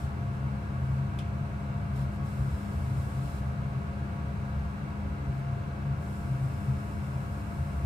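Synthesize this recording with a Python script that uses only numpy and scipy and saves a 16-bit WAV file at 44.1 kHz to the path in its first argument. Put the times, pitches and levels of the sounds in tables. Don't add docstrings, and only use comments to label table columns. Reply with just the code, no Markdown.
import sys
import numpy as np
from scipy import signal
from scipy.fft import rfft, irfft, next_fast_len
from scipy.io import wavfile
from scipy.ndimage import uniform_filter1d, map_coordinates

SR = 44100
rng = np.random.default_rng(int(sys.argv[2]) if len(sys.argv) > 2 else 0)


def magnitude_from_level(level_db):
    exponent = np.asarray(level_db, float) / 20
    return 10 ** exponent


def master_out(mix):
    frames = np.transpose(np.atleast_2d(mix))
    ceiling = np.clip(frames, -1, 1)
    pcm = np.round(ceiling * 32767).astype(np.int16)
    wavfile.write(sys.argv[1], SR, pcm)


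N = 346185
STEP = 32
GRID_S = np.arange(0, N + STEP, STEP) / SR


def unit(x):
    return x / np.sqrt(np.mean(x ** 2) + 1e-20)


def along(points, hz):
    f, v = np.transpose(points)
    return np.interp(np.log(hz + 1), np.log(f + 1), v)


def level_curve(rows):
    s, db = np.transpose(rows)
    return magnitude_from_level(np.interp(np.arange(N) / SR, s, db))


def fine(coarse):
    return np.interp(np.arange(N) / STEP, np.arange(len(coarse)), coarse)


def wobble(rate):
    knots = rng.standard_normal(N // 100)
    return fine(map_coordinates(knots, [GRID_S * rate]))


def surges(s, db, length_s):
    from_peak = (GRID_S - s[:, None]) / length_s[:, None]
    return magnitude_from_level(db)[:, None] * np.exp(-2 * from_peak ** 2)


def filtered(x, response):
    m = next_fast_len(x.shape[-1] + SR // 2)
    spectrum = rfft(x, m) * response(np.fft.rfftfreq(m, 1 / SR))
    return irfft(spectrum, m)[..., :x.shape[-1]]


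def resonances(modes, f):
    total = 0
    for k, (c, w, db) in enumerate(modes):
        total = total + (-1) ** k * magnitude_from_level(db) * 1j * f * w / (c * c - f * f + 1j * f * w)
    return total


def bumps(modes, f):
    return magnitude_from_level(sum(db / (1 + (2 * (f - c) / w) ** 2) for c, w, db in modes))


def tone(hz, level, flutter_db, drift_hz, rate, lead=0):
    phase = 2 * np.pi * np.cumsum(hz + drift_hz * wobble(rate)) / SR
    loudness = np.sqrt(2) * level * magnitude_from_level(flutter_db * wobble(rate))
    return loudness * np.sin(phase + lead * np.array([[.5], [-.5]]))


def spaced(pair):
    # frequency in Hz, correlation.
    likeness = [(30, .995), (160, .995), (240, .5), (300, .8), (370, .4), (520, .9), (620, .55), (800, .6),
                (1200, .5), (2000, .25), (4000, .05), (16000, 0)]
    # frequency in Hz, phase in radians.
    right_lead = [(30, 0), (200, 0), (240, 1), (300, .4), (390, 1.3), (520, .2), (850, .7), (1250, 2.8),
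                  (1700, 3.3), (3000, 6)]

    def mid_side_gains(hz):
        turn = np.arccos(np.clip(along(likeness, hz), -1, 1)) / 2
        return np.array([np.cos(turn), np.sin(turn)])

    mid, side = filtered(pair, mid_side_gains)
    left_right = np.array([mid + side, mid - side])
    half = np.array([[-.5], [.5]])
    return filtered(left_right, lambda hz: np.exp(1j * along(right_lead, hz) * half))


def tail(live):
    # frequency in Hz, time to fall 60 dB in seconds.
    ring_time = [(100, 0.62), (1000, 0.54), (3000, 0.27), (8000, 0.25), (15000, 0.074)]
    hz, t, z = signal.stft(rng.standard_normal((2, SR // 2)), SR, nperseg=256)
    decay = magnitude_from_level(-60 * t / (live * along(ring_time, hz)[:, None]))
    answer = spaced(signal.istft(z * decay, SR, nperseg=256)[1])
    return answer / np.linalg.norm(answer[0])


def diffuse(colour, paths_db):
    answer = filtered(tail(live=1.0), lambda hz: hz / (hz + 900))
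    source = rng.standard_normal((1, N + SR))
    point = signal.fftconvolve(source, answer, axes=1)[:, SR:SR + N]
    even = spaced(rng.standard_normal((2, N)))
    return unit(filtered(even + magnitude_from_level(paths_db) * point, colour))


def tap():
    # start in seconds, end in seconds, level in dB, splash in dB.
    runs = [(-.1, .06, -64, 6), (.33, .37, -74, 0), (0.878, 0.967, -71.5, -3), (1.96, 2.032, -63, 5),
            (2.13, 2.16, -68, -3), (2.258, 3.385, -63.5, 0), (2.9, 3.1, -71, -3), (3.157, 3.391, -66.5, 6),
            (3.421, 3.5, -72, -2), (5.33, 5.402, -72, 0), (6.016, 7.999, -65, -6), (7.4, 7.55, -73, -6)]
    # frequency in Hz, density in dB per Hz.
    spray_colour = [(1500, -42), (3500, -15), (4700, -7), (5800, -7.5), (7000, -2.5), (8500, -1.5),
                    (10500, -4), (13000, -5), (16000, -11)]
    # frequency in Hz, width in Hz, lift in dB.
    pipe = [(5210, 220, 13.5), (6860, 370, 2), (8270, 630, 2.4), (10500, 360, 1.8), (12000, 500, 2.5)]
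    open_db_per_s, shut_db_per_s, trickle_db = 350, 260, -78

    start, end, db, splash_db = np.transpose(runs)[:, :, None]
    opening_db = open_db_per_s * np.maximum(start - GRID_S, 0)
    shutting_db = shut_db_per_s * np.maximum(GRID_S - end, 0)
    flow = magnitude_from_level(db - opening_db - shutting_db)

    def flow_level(each):
        return fine(np.sqrt(magnitude_from_level(2 * trickle_db) + (each ** 2).sum(0)))

    spray = diffuse(lambda hz: magnitude_from_level(along(spray_colour, hz)) * bumps(pipe, hz), paths_db=3)
    splash = diffuse(lambda hz: resonances([(3560, 2000, 0)], hz) ** 2, paths_db=4)
    water = flow_level(flow) * spray + magnitude_from_level(-7) * flow_level(flow * magnitude_from_level(splash_db)) * splash
    return magnitude_from_level(1.0 + 0.71 * wobble(20)) * water


def clicks():
    # time in seconds, peak in dB, left-right balance in dB.
    blows = [
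        (1.1885, -38.5, -2),
    ]
    # frequency in Hz, width in Hz, level in dB.
    object_modes = [(2463, 700, 2), (3400, 640, 4), (5540, 1700, -8), (8350, 790, -6.5), (10600, 1756, -12)]
    out = np.zeros((2, N + SR))
    t = np.arange(SR // 4) / SR
    for s, db, pan_db in blows:
        room = magnitude_from_level(6.0) * tail(live=.8)[:, :len(t)]
        near_echoes = magnitude_from_level(-17.0 - 60 * t / 0.057) * rng.standard_normal((2, len(t)))
        heard = room + near_echoes
        heard[:, 0] += magnitude_from_level(-3 + pan_db * np.array([.5, -.5]))
        first = round(s * SR)
        out[:, first:first + len(t)] += magnitude_from_level(db + 19) * heard
    return filtered(out[:, :N], lambda hz: resonances(object_modes, hz))


def room_modes():
    # frequency in Hz, width in Hz, level in dB.
    lowest_modes = [(68.9, 7.8, 0.5), (81.4, 6.1, -1)]
    steady_modes = [(101.5, 8.5, 0), (147.8, 11.6, -2.5), (179, 28, -12.5)]
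    boom_mode = [(133.4, 8.2, 0)]
    # time in seconds, peak in dB, length in seconds.
    drone_surges = [(0.08, -37, 0.11), (0.49, -39, 0.11), (0.88, -38.5, 0.24), (1.31, -45, 0.23),
                    (1.598, -42, 0.09), (2.008, -39.8, 0.22), (2.22, -39, 0.042), (2.403, -31.5, 0.055),
                    (2.545, -31, 0.035), (2.794, -33, 0.1), (2.976, -34, 0.048), (3.19, -43.7, 0.22),
                    (3.48, -39.5, 0.23), (3.942, -46, 0.22), (4.264, -35, 0.053), (4.37, -38, 0.042),
                    (4.61, -35, 0.12), (5.083, -37.5, 0.15), (5.283, -32, 0.036), (5.91, -44, 0.23),
                    (6.253, -43.2, 0.07), (6.601, -35, 0.05), (6.741, -37, 0.055), (6.98, -35.5, 0.055),
                    (7.16, -47, 0.071), (7.429, -45.5, 0.22), (7.616, -34, 0.036), (7.82, -32.5, 0.12)]
    # time in seconds, peak in dB, length in
    # seconds, pitch in Hz.
    boom_surges = [(0.07, -37, 0.062, 130.3), (0.26, -35, 0.19, 132.1), (0.458, -37.5, 0.071, 131.3),
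                   (0.58, -35, 0.052, 135.1), (0.918, -32, 0.24, 132.4), (1.155, -39.5, 0.055, 133),
                   (1.402, -35, 0.14, 133.5), (1.688, -35.5, 0.13, 135), (1.985, -32, 0.11, 133.2),
                   (2.442, -36, 0.15, 135), (2.926, -33.5, 0.16, 132.1), (3.21, -37, 0.17, 129.5),
                   (3.5, -40, 0.049, 131.5), (3.61, -37, 0.23, 133.2), (3.778, -33.5, 0.05, 132.8),
                   (4.444, -42.5, 0.23, 136.1), (5.294, -39.5, 0.13, 133.1), (5.43, -39.5, 0.2198, 135.4),
                   (5.52, -36.5, 0.07, 133.9), (5.713, -37, 0.059, 136.1), (5.891, -34, 0.12, 137.3),
                   (6.092, -38.5, 0.04, 132.8), (6.389, -30.5, 0.16, 133), (6.703, -30.5, 0.068, 134.5),
                   (7.14, -38.5, 0.22, 134.1), (7.598, -33.5, 0.072, 132.4),
                   (2.24, -40, 0.091, 138.2),
        (4.021, -39, 0.061, 130.1),
        (4.842, -40, 0.049, 135.1),
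        (7.82, -38.5, .08, 137.6),
    ]

    def ring(modes):
        noise = spaced(rng.standard_normal((2, N)))
        return unit(filtered(noise, lambda f: resonances(modes, f) / (1 + (f / 215) ** 8)))

    lowest = ring(lowest_modes)
    swell = np.sqrt(np.abs(uniform_filter1d(lowest[0] ** 2, 4000))) + 0.045
    drive = magnitude_from_level(-40.5) + fine(surges(*np.transpose(drone_surges)).sum(0))
    drone = filtered(drive * lowest / swell, lambda hz: 1 / (1 + (52 / (hz + 1)) ** 8))

    s, db, length_s, hz = np.transpose(boom_surges)
    each = surges(s, db, length_s)
    total = each.sum(0)
    pitch_hz = (hz @ each + hz.mean() * 1e-5) / (total + 1e-5)
    boom = tone(fine(pitch_hz), 1.315 * fine(total), flutter_db=2, drift_hz=2.205, rate=16)
    return drone + magnitude_from_level(-39.5) * ring(steady_modes) + boom + magnitude_from_level(-44.5) * ring(boom_mode)


def fan():
    # frequency in Hz, density in dB per Hz.
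    air = [(20, -16.5), (45, -6), (120, -0.5), (210, -4), (260, -9), (460, -17.5), (1000, -16.5),
           (1600, -12), (1800, -25.5), (2800, -30), (3200, -35), (5000, -41.5), (9000, -46), (16000, -51.5)]
    # frequency in Hz, width in Hz, lift in dB.
    duct = [(427, 70, 6.5), (551, 71, 5.5), (640, 32, -3.5), (671.4, 30, 7), (988, 120, 3),
            (1480, 300, -6.5), (2150, 510, 3), (2770, 29, 7), (3957, 30, 6.5), (4200, 530, 2),
            (5130, 240, 2.5), (7500, 570, -1), (8060, 950, 2.5)]
    spot = [(267, 10, -6), (36, 14, 5), (284, 14, 8), (310, 12, 2), (336, 14, 3), (378, 8, -4),
            (389, 10, 6), (458, 18, -5), (486, 14, -3), (502, 14, 5), (821, 16, 1), (1050, 40, -3),
            (1113, 20, 7), (1132, 12, -4), (1155, 26, 3), (1225, 20, -4), (1269, 30, 3), (1440, 22, 4)]
    # time in seconds, rms level in dB.
    blade_level = [(0, -44), (1, -43.5), (2.05, -42.5), (3, -44.5), (5.3, -42.5), (5.6, -45.5), (6.4, -42),
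                   (7.2, -44), (7.85, -44)]
    whine_level = [(0, -56), (.9, -56.5), (1.8, -54.5), (2.45, -60), (3.3, -55.5), (3.5, -55.5), (4.7, -58),
                   (5.5, -53.5), (6.4, -56.5), (7.85, -55)]
    blade_hz, whine_hz = 203.8, 692

    rush = diffuse(lambda hz: magnitude_from_level(along(air, hz)) * bumps(duct + spot, hz), paths_db=0.5)
    rush = magnitude_from_level(-41.5 + 0.12 * wobble(1.39)) * rush
    blade = tone(blade_hz, level_curve(blade_level), flutter_db=1.5, drift_hz=.7, rate=6)
    whine = tone(whine_hz, magnitude_from_level(0.5) * level_curve(whine_level), flutter_db=0.8, drift_hz=0.65,
                 rate=9, lead=1.3)
    return rush + blade * magnitude_from_level([[.3], [-.3]]) + whine * magnitude_from_level([[2.1], [1.9]])


def scene():
    return tap() + clicks() + room_modes() + fan()


def roll_off(x):
    return signal.sosfilt(signal.butter(12, 15720, fs=SR, output="sos"), x)


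def record(dry):
    # frequency in Hz, left-right difference in dB.
    balance = [(60, 0.5), (110, 1), (200, 4), (380, 2), (700, -1), (1290, 0.5), (2380, 1), (4400, -1),
               (8120, 0.5), (15000, 0.0)]
    top_hz = 15720
    half = np.array([[.5], [-.5]])
    mix = filtered(dry, lambda hz: magnitude_from_level(along(balance, hz) * half) * (hz < top_hz))
    return roll_off(mix)


dry = scene()
out = record(dry)
master_out(out)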